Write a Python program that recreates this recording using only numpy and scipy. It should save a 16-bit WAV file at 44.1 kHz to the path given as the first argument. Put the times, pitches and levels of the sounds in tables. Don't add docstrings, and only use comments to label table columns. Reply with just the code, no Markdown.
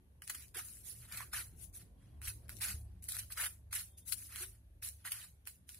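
import sys
import numpy as np
from scipy import signal
from scipy.fft import rfft, irfft, next_fast_len
from scipy.io import wavfile
from scipy.ndimage import uniform_filter1d

SR = 44100
rng = np.random.default_rng(int(sys.argv[2]) if len(sys.argv) > 2 else 0)


def store_pcm(level_fs):
    pcm = np.round(np.clip(level_fs, -1, 1) * 32767).astype(np.int16)
    wavfile.write(sys.argv[1], SR, np.atleast_2d(pcm).T)


def volts_from_db(level):
    exponent = np.asarray(level, float) / 20
    return 10 ** exponent


N = 255339

BLADE_PER_SHEET = 0.1


def evened(x):
    return x / np.sqrt(np.mean(x ** 2) + 1e-20)


def slow(size):
    once = uniform_filter1d(rng.standard_normal(N), size)
    return evened(uniform_filter1d(once, size))


def read(points, hz):
    f, value = np.transpose(points)
    below = np.maximum(np.log2(f[0] / (hz + 1)), 0)
    above = np.maximum(np.log2((hz + 1) / f[-1]), 0)
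    return np.interp(np.log(hz + 1), np.log(f), value) - 30 * (below + above)


def coloured(x, points):
    level_db = np.maximum(read(points, abs(np.fft.fftfreq(4096, 1 / SR))), -100)
    log_gain = level_db * np.log(10) / 20
    taps = np.fft.ifft(np.exp(np.conj(signal.hilbert(log_gain)))).real[:2048]
    taps /= np.linalg.norm(taps)
    return signal.oaconvolve(x, taps[None], axes=1)[:, :N]


def resonate(x, hz, width):
    turn = np.exp(2j * np.pi * np.cumsum(hz * np.ones(N)) / SR)
    r = np.exp(-np.pi * width / SR)
    return 2 * (turn * signal.lfilter([1 - r], [1, -r], x / turn)).real


def wash(points, patchy_db):
    # pitch_hz, likeness (1 same, 0 unrelated)
    likeness = [(60, 0.99), (130, 0.8), (290, 0.85), (640, 0.2), (1410, -0.3), (3100, -0.26),
                (6820, -0.029), (15000, 0.087)]
    frames, hz = N // 512 + 5, np.fft.rfftfreq(2048, 1 / SR)
    a, b, c, d, patches = rng.standard_normal((frames, len(hz), 5)).T
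    patches = uniform_filter1d(patches, size=6, axis=0)
    patches = evened(uniform_filter1d(patches, size=10, axis=1))
    same = np.clip(np.interp(hz, *np.transpose(likeness)), -1, 1)[:, None]
    left, other = a + 1j * b, c + 1j * d
    z = np.array([left, same * left + np.sqrt(1 - same ** 2) * other])
    z *= volts_from_db(read(points, hz)[:, None] + patchy_db * patches)
    return evened(signal.istft(z, nperseg=2048, noverlap=1536)[1][:, :N])


def engines():
    # time_s, hum_db, upper_rumble_relative_db
    swells = [(0.0, -67, -7), (1.689, -57, -13), (2.12, -65, -3), (2.2, -55.5, -13.5), (2.35, -57.5, -12.5),
              (2.562, -58.5, -7.5), (2.8, -53, -16.5), (3.44, -59.5, -15), (4.968, -61, -15.5),
              (5.03, -64, -13.5), (5.79, -70, -6)]
    # start_hz, end_hz, wander_hz, level_db
    drones = [
        (50.6, 51, 3.89, -2.5),
        (70.8, 70, 0.972, 2.5),
        (109, 95, 5.68, 0.5),
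        (182.9, 165, 6.67, -14.5),
        (359, 355, 0.99, -27.5),
        (421, 360, 4.4, -33.5),
    ]
    # pitch_hz, level_db (per Hz)
    rumble = [(15, -45), (25, -35.5), (54, -6.5), (102, -4.5), (139, -11), (308, -22), (399, -24.5),
              (454, -27.5), (608, -27.5), (1200, -37), (1560, -113), (2640, -120)]
    s, hum_db, upper_db = np.transpose(swells)
    hum_db, upper_db = (np.interp(np.arange(N) / SR, s, c) for c in (hum_db, upper_db))
    drone = np.zeros((2, N))
    for start_hz, end_hz, wander_hz, db in drones:
        pitch_hz = np.linspace(start_hz, end_hz, N) + wander_hz * slow(size=2500)
        turns = np.cumsum(pitch_hz) / SR
        apart = np.outer([1, -1], 0.0081 * slow(size=9000))
        drone += volts_from_db(db + 2.9 * slow(size=4000)) * np.cos(2 * np.pi * (turns + apart))
    hum = volts_from_db(hum_db + 1.0) * evened(drone)
    return hum + volts_from_db(hum_db + upper_db + 7.5) * wash(rumble, patchy_db=2.5)


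def hiss():
    # pitch_hz, level_db (per Hz)
    hiss_spectrum = [(880, -20), (1500, -5), (4210, -11.5), (5170, -17), (5610, -13.5), (7890, -17),
                     (10400, -5), (11700, -9.5), (12800, -6), (16600, -60), (22000, -120)]
    return volts_from_db(-81.0) * wash(hiss_spectrum, patchy_db=1.7)


def controls():
    # start_s, rise_s, hold_s, effort_db, sheet_ring_relative_db
    cuts = [(0.216, 0.023, 0.0033, -56, -12), (.262, 0.035, 0.15, -50, -12.5),
            (0.538, 0.012, 0.012, -49, -2), (0.551, 0.025, 0.02, -43, -4.5),
            (0.969, 0.057, 0.027, -59, -0.5), (1.059, 0.086, 0.045, -48.5, -3),
            (1.181, 0.022, 0.02, -49.5, 3), (1.309, 0.048, 0.054, -42.5, -3.5),
            (2.208, 0.021, 0.018, -53.5, -8), (2.224, 0.031, 0.047, -45.5, -11),
            (2.485, 0.0098, 0.039, -55, -11), (2.599, 0.018, .1, -39, -6.5),
            (3.079, 0.0064, 0.15, -45, -15.5), (3.289, 0.021, 0.021, -51.5, -9),
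            (3.344, 0.066, 0.038, -38, -4), (3.707, 0.0027, 0.013, -59, -3.5),
            (3.721, 0.0069, 0.084, -41.5, -11), (4.242, 0.091, 0.063, -52.5, -5),
            (4.308, .11, 0.02, -43.5, -9), (4.816, 0.014, 0.053, -44.5, -17.5),
            (5.039, 0.018, 0.021, -45, -2), (5.1, 0.011, 0.14, -47.5, -8.5),
            (5.457, 0.015, 0.0068, -50, -10.5), (5.664, 0.034, 0.086, -57, -17.5)]
    # start_s, rise_s, hold_s, effort_db, left_over_right_db
    slides = [(0.63, 0.018, 0.17, -52, 3.5), (0.815, 0.055, 0.062, -48.5, -4.5),
              (.94, 0.015, 0.075, -57.5, 0), (1.543, 0.087, 0.016, -53.5, 7.5),
              (1.719, 0.034, 0.025, -51.5, 0), (2.525, 0.03, 0.039, -65.5, 33), (3.02, .004, 0.052, -55, 1),
              (3.968, .012, 0.0053, -53.5, 0), (4.047, 0.037, 0.06, -45.5, 8.5),
              (4.156, 0.019, 0.096, -49.5, 1.5), (5.48, .01, 0.023, -61, 1)]
    # start_s, rise_s, hold_s, effort_db
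    rustles = [
        (0.92, 0.02, .03, -65.5),
        (1.484, 0.036, 0.07, -74.5),
        (1.782, 0.012, 0.024, -61.5),
        (1.947, 0.08, 0.35, -78.5),
        (2.356, 0.029, 0.09, -74),
        (2.805, .05, 0.14, -80.5),
        (4.494, 0.027, 0.034, -70),
        (4.962, 0.027, 0.06, -72),
    ]
    strokes = [(*row, -9 + BLADE_PER_SHEET * row[4], -0.54, 1) for row in cuts]
    strokes += [(*row[:4], -21.5, -16.5, row[4], 1.6) for row in slides]
    strokes += [(*row, -0.5, -3.5, 0, 1) for row in rustles]
    start, rise, hold, effort_db, sheet_db, blade_db, pan_db, haste = np.transpose(strokes)[:, :, None]
    steps = np.arange(0, N / SR, .001)
    t, rise = steps - start, np.maximum(rise, .001)
    after = np.clip(haste * (t - rise - hold), 0, .5)
    fall_db = 50.5 * np.clip(t - rise, 0, abs(hold))
    fall_db += 4.5 * (1 - np.exp(-after / 0.005))
    fall_db += 152 * after + 416 * after ** 2
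    swell = np.clip(t / rise, 0, 1) ** (2 * 1.4)
    power = volts_from_db(2 * (effort_db - fall_db)) * swell + 1e-30
    total = power.sum(axis=0)
    sheet_db = sheet_db - 10 * (1 - np.exp(-after / 0.019))
    blade_db = blade_db - 78 * after
    led = [(power * c).sum(axis=0) / total for c in (sheet_db, blade_db, pan_db)]
    flap_hz = 1836 - 10 * led[0]
    curves = [10 * np.log10(total), *led, flap_hz]
    return [np.interp(np.arange(N) / SR, steps, c) for c in curves]


def fibres(per_s, spread_db, clump_db):
    sizes = volts_from_db(spread_db * np.minimum(rng.exponential(1, N), 5))
    sizes *= rng.choice([-1., 1.], N)
    parting = rng.random(N) < per_s / SR
    return evened(sizes * parting * volts_from_db(clump_db * slow(size=200)))


def ring(drive, sheet_db, blade_db, pan_db):
    placed = drive * volts_from_db(np.outer([.5, -.5], pan_db))
    return np.array([placed, placed * volts_from_db(sheet_db), placed * volts_from_db(blade_db)])


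def cutting():
    shear_db, sheet_db, blade_db, pan_db, _ = controls()
    drive = volts_from_db(shear_db) * fibres(per_s=18000, spread_db=3.0, clump_db=0.65)
    return ring(drive, sheet_db, blade_db, pan_db)


def snaps():
    # time_s, peak_db, sheet_ring_relative_db, rise_s
    bundles = [(0.2193, -33.5, 1.5, 0.0012), (0.271, -34, -19, 0.0016), (0.2955, -22, -4.5, 0.003),
               (0.345, -32.5, -8, 0.0033), (0.7682, -44.5, -14, 0.0018), (1.1206, -34, -11, 0.0024),
               (1.171, -22, -11, 0.0034), (1.3272, -31, -0.5, 0.0071), (1.7514, -53, 0, 0.0059),
               (2.218, -54, -8, 0.007), (2.2688, -29.5, -6.5, 0.0073), (2.5653, -86, -44.5, 0.0009),
               (2.6157, -33, -7, 0.014), (3.0866, -25, -31, 0.0025), (3.118, -28.5, -15, 0.002),
               (3.141, -31, -10, 0.005), (3.185, -29, -15.5, 0.0054), (3.3, -49, 11, 0.0028),
               (3.317, -33, -42, 0.0041), (3.3685, -32, 1, 0.0068), (3.455, -25.5, -4, 0.0045),
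               (3.749, -24, -12.5, 0.0041), (3.807, -35.5, -31.5, 0.002), (4.117, -27.5, -21, 0.0085),
               (4.822, -39.5, -19, 0.0025), (4.8412, -27, -39, 0.0032), (4.8824, -57, -32, 0.0023),
               (5.0501, -36, 9.5, 0.00077), (5.116, -23, -17, 0.0033), (5.69, -49, 3, 0.0025)]
    level, sheet_db = np.zeros((2, N + SR))
    for s, db, rel_db, rise in bundles:
        at = round(s * SR)
        u = np.arange(2000) / SR / max(rise, .0005)
        level[at:at + len(u)] += volts_from_db(db - 12.5) * u * np.exp(1 - u)
        sheet_db[at:] = rel_db
    drive = level[:N] * fibres(per_s=11000, spread_db=2.0, clump_db=-2.8)
    return ring(drive, sheet_db[:N], -9.0, controls()[3])


def ticks():
    # time_s, peak_db, sheet_ring_relative_db, left_over_right_db
    cracks = [(0.2757, -31, -11, 4), (0.4216, -53, -24, -25), (0.4808, -50, -45, 11),
              (0.545, -44, -18, -18), (0.6846, -40, -40, -1), (0.7105, -57, -41, -7),
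              (1.2059, -45.5, 7, -18), (1.483, -59, -34, -2), (2.2155, -38, -0.5, -0.5),
              (2.481, -58, -7, 25), (2.4924, -30.5, -2.5, -1.5), (2.5671, -42.5, -53, -20.5),
              (2.586, -54, -34, 29), (3.0246, -50, -32, 6), (3.0394, -34.5, -69, 2), (3.0948, -58, -16, -5),
              (3.121, -28, -38, 12), (3.1659, -29.5, -7.5, 11), (3.7284, -29.5, 1, 6),
              (3.7951, -31, -23, -4), (4.122, -28.5, -15, 25.5), (4.1332, -31, -43, -1),
              (4.223, -47.5, 0.5, 0), (4.358, -29.5, -2, 1), (4.8247, -37.5, -0.5, 0),
              (4.887, -29, -42, -3), (5.453, -52.5, -9, 15.5), (5.472, -28, -10, -3),
              (5.69, -34.5, -12.5, -1.5), (5.7442, -35.5, -47, -1)]
    crack, sheet_db, pan_db = np.zeros((3, N))
    s, db, rel_db, pan = np.transpose(cracks)
    at = np.round((s + 0.0012) * SR).astype(int)
    crack[at], sheet_db[at], pan_db[at] = volts_from_db(db + 8.5), rel_db, pan
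    return ring(crack, sheet_db, -7.5 + BLADE_PER_SHEET * sheet_db, pan_db)


def paper_and_blades():
    # pitch_hz, level_db (per Hz)
    sheet_spectrum = [(260, -38), (450, -25), (550, -18), (623, -16), (1020, -11.5), (1450, -0.5),
                      (1780, -4.5), (2070, -4), (3300, -7.5), (4290, -36), (7260, -120)]
    # pitch_hz, level_db (per Hz)
    blade_spectrum = [(1760, -11.5), (3000, -5), (3270, -10.5), (3930, -4), (5970, -9.5), (7000, -19.5),
                      (9100, -35), (15400, -120)]
    # pitch_hz, level_db (per Hz)
    shear_spectrum = [(3820, -21), (6500, -10.5), (8060, -8), (10500, 1), (11900, -4.5), (13000, -8.5),
                      (14900, -8.5), (15900, -19), (16100, -72), (16300, -71)]
    shear, sheet, blade = cutting() + snaps() + ticks()
    sheet = coloured(sheet, sheet_spectrum)
    flap = volts_from_db(-5.0) * sheet + volts_from_db(-10.5) * resonate(sheet, controls()[-1], 750)
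    blade = blade * rng.choice([-1., 1.], N)
    return coloured(shear, shear_spectrum) + flap + coloured(blade, blade_spectrum)


def reshaping(x, t60):
    blocks = np.pad(x, [(0, 0), (0, -N % 512)]).reshape(2, -1, 512)
    t = np.arange(400) / SR
    shape = (*blocks.shape[:2], 400)
    taps = rng.standard_normal(shape) * (rng.random(shape) < .3)
    taps *= volts_from_db(-60 * t / t60) * (t > .0002)
    taps /= np.linalg.norm(taps, axis=2, keepdims=True)
    rung = irfft(rfft(blocks, 1024) * rfft(taps, 1024))
    spill = np.roll(rung[:, :, 512:], 1, axis=1)
    return (rung[:, :, :512] + spill).reshape(2, -1)[:, :N]


def tail(t60, start_s, size):
    t = np.arange(size) / SR
    taps = rng.standard_normal((2, size)) * (rng.random((2, size)) < .3)
    taps *= volts_from_db(-60 * t / t60) * (t > start_s)
    return taps / np.linalg.norm(taps, axis=1, keepdims=True)


def nearby(x):
    # pitch_hz, level_db
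    scatter = [(500, 10.5), (1200, -6.5), (3000, 3), (6000, 18.5), (12000, 0.5)]
    direct = np.array([x[0], np.roll(x[1], 1)])
    size = next_fast_len(N)
    f, db = np.transpose(scatter)
    share = volts_from_db(np.interp(np.log(np.fft.rfftfreq(size, 1 / SR) + 1), np.log(f), db))
    scattered = reshaping(x, t60=.007)
    both = rfft(direct, size) + share * rfft(scattered, size)
    near = irfft(both / np.sqrt(1 + share ** 2), size)[:, :N]
    echoes = tail(t60=0.03, start_s=0.005, size=4410)
    return near + volts_from_db(-5.5) * signal.oaconvolve(scattered, echoes, axes=1)[:, :N]


def bumps():
    # time_s, peak_db, pitch_hz, t60_s (time to fall 60 dB)
    pushes = [(.555, -52.5, 361, 0.11), (.56, -47.5, 448, 0.047), (.575, -51.5, 760, 0.075),
              (1.205, -24.5, 1040, 0.011), (1.225, -40, 1160, 0.036), (1.39, -66, 338, 0.19),
              (2.27, -41.5, 58.4, 0.23), (2.687, -53, 191, 0.21), (2.741, -35, 67, 0.11),
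              (4.403, -55.5, 359, 0.18), (4.415, -58.5, 378, 0.23)]
    out, t = np.zeros(N + SR), np.arange(SR // 2) / SR
    for s, db, hz, t60 in pushes:
        soft_start = 1 - np.exp(-t / 0.0035)
        push = volts_from_db(db - 60 * t / t60) * soft_start * np.sin(2 * np.pi * hz * t)
        out[round(s * SR):][:len(t)] += push
    return out[:N]


def whistles():
    # start_s, end_s, pitch_hz, level_db
    tones = [
        (1.97, 2.2, 3280, -90),
        (3.86, 4.05, 3600, -84),
        (3.88, 4.04, 3230, -88),
    ]
    out, t = np.zeros(N), np.arange(N) / SR
    for start, end, hz, db in tones:
        gate = np.clip(np.minimum(t - start, end - t) / 0.0034, 0, 1)
        out += volts_from_db(db) * gate * evened(resonate(rng.standard_normal(N), hz, 24))
    return out * volts_from_db([[2.5], [-2.5]])


def starve(x, under_db, quiet_db):
    hz, _, z = signal.stft(x, SR, nperseg=1024, noverlap=768)
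    power = uniform_filter1d(abs(z.mean(axis=0)) ** 2, size=8, axis=1)
    band = np.repeat(np.add.reduceat(power, np.arange(0, 513, 6)) / 6, 6, axis=0)[:513]
    around = uniform_filter1d(power, size=40, axis=0)
    busy = power[hz > 1000].mean(axis=0) > volts_from_db(2 * quiet_db)
    hz = hz[:, None]
    cheap = (hz > 2700) & (hz < 8800) | (hz > 12500)
    dip = np.log(band / around + 1e-9)
    dip -= np.median(dip[:, busy], axis=1, keepdims=True)
    masked = (dip < -under_db * np.log(10) / 10) & cheap & busy
    faint = (band < volts_from_db(2 * quiet_db - 2)) & (hz > 12900)
    faint |= (band < volts_from_db(2 * quiet_db + 44)) & (hz > 15700)
    thinned = z * np.where(masked | faint, .02, 1)
    return signal.istft(thinned, SR, nperseg=1024, noverlap=768)[1][:, :N]


def scene():
    far = engines() + whistles()
    return far + hiss() + nearby(paper_and_blades()) + bumps()


def low_pass(x):
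    return signal.sosfilt(signal.butter(12, 16480, fs=SR, output="sos"), x)


def record(dry):
    thinned = starve(dry, under_db=2.3, quiet_db=-105)
    return low_pass(thinned)


dry = scene()
out = record(dry)
store_pcm(out)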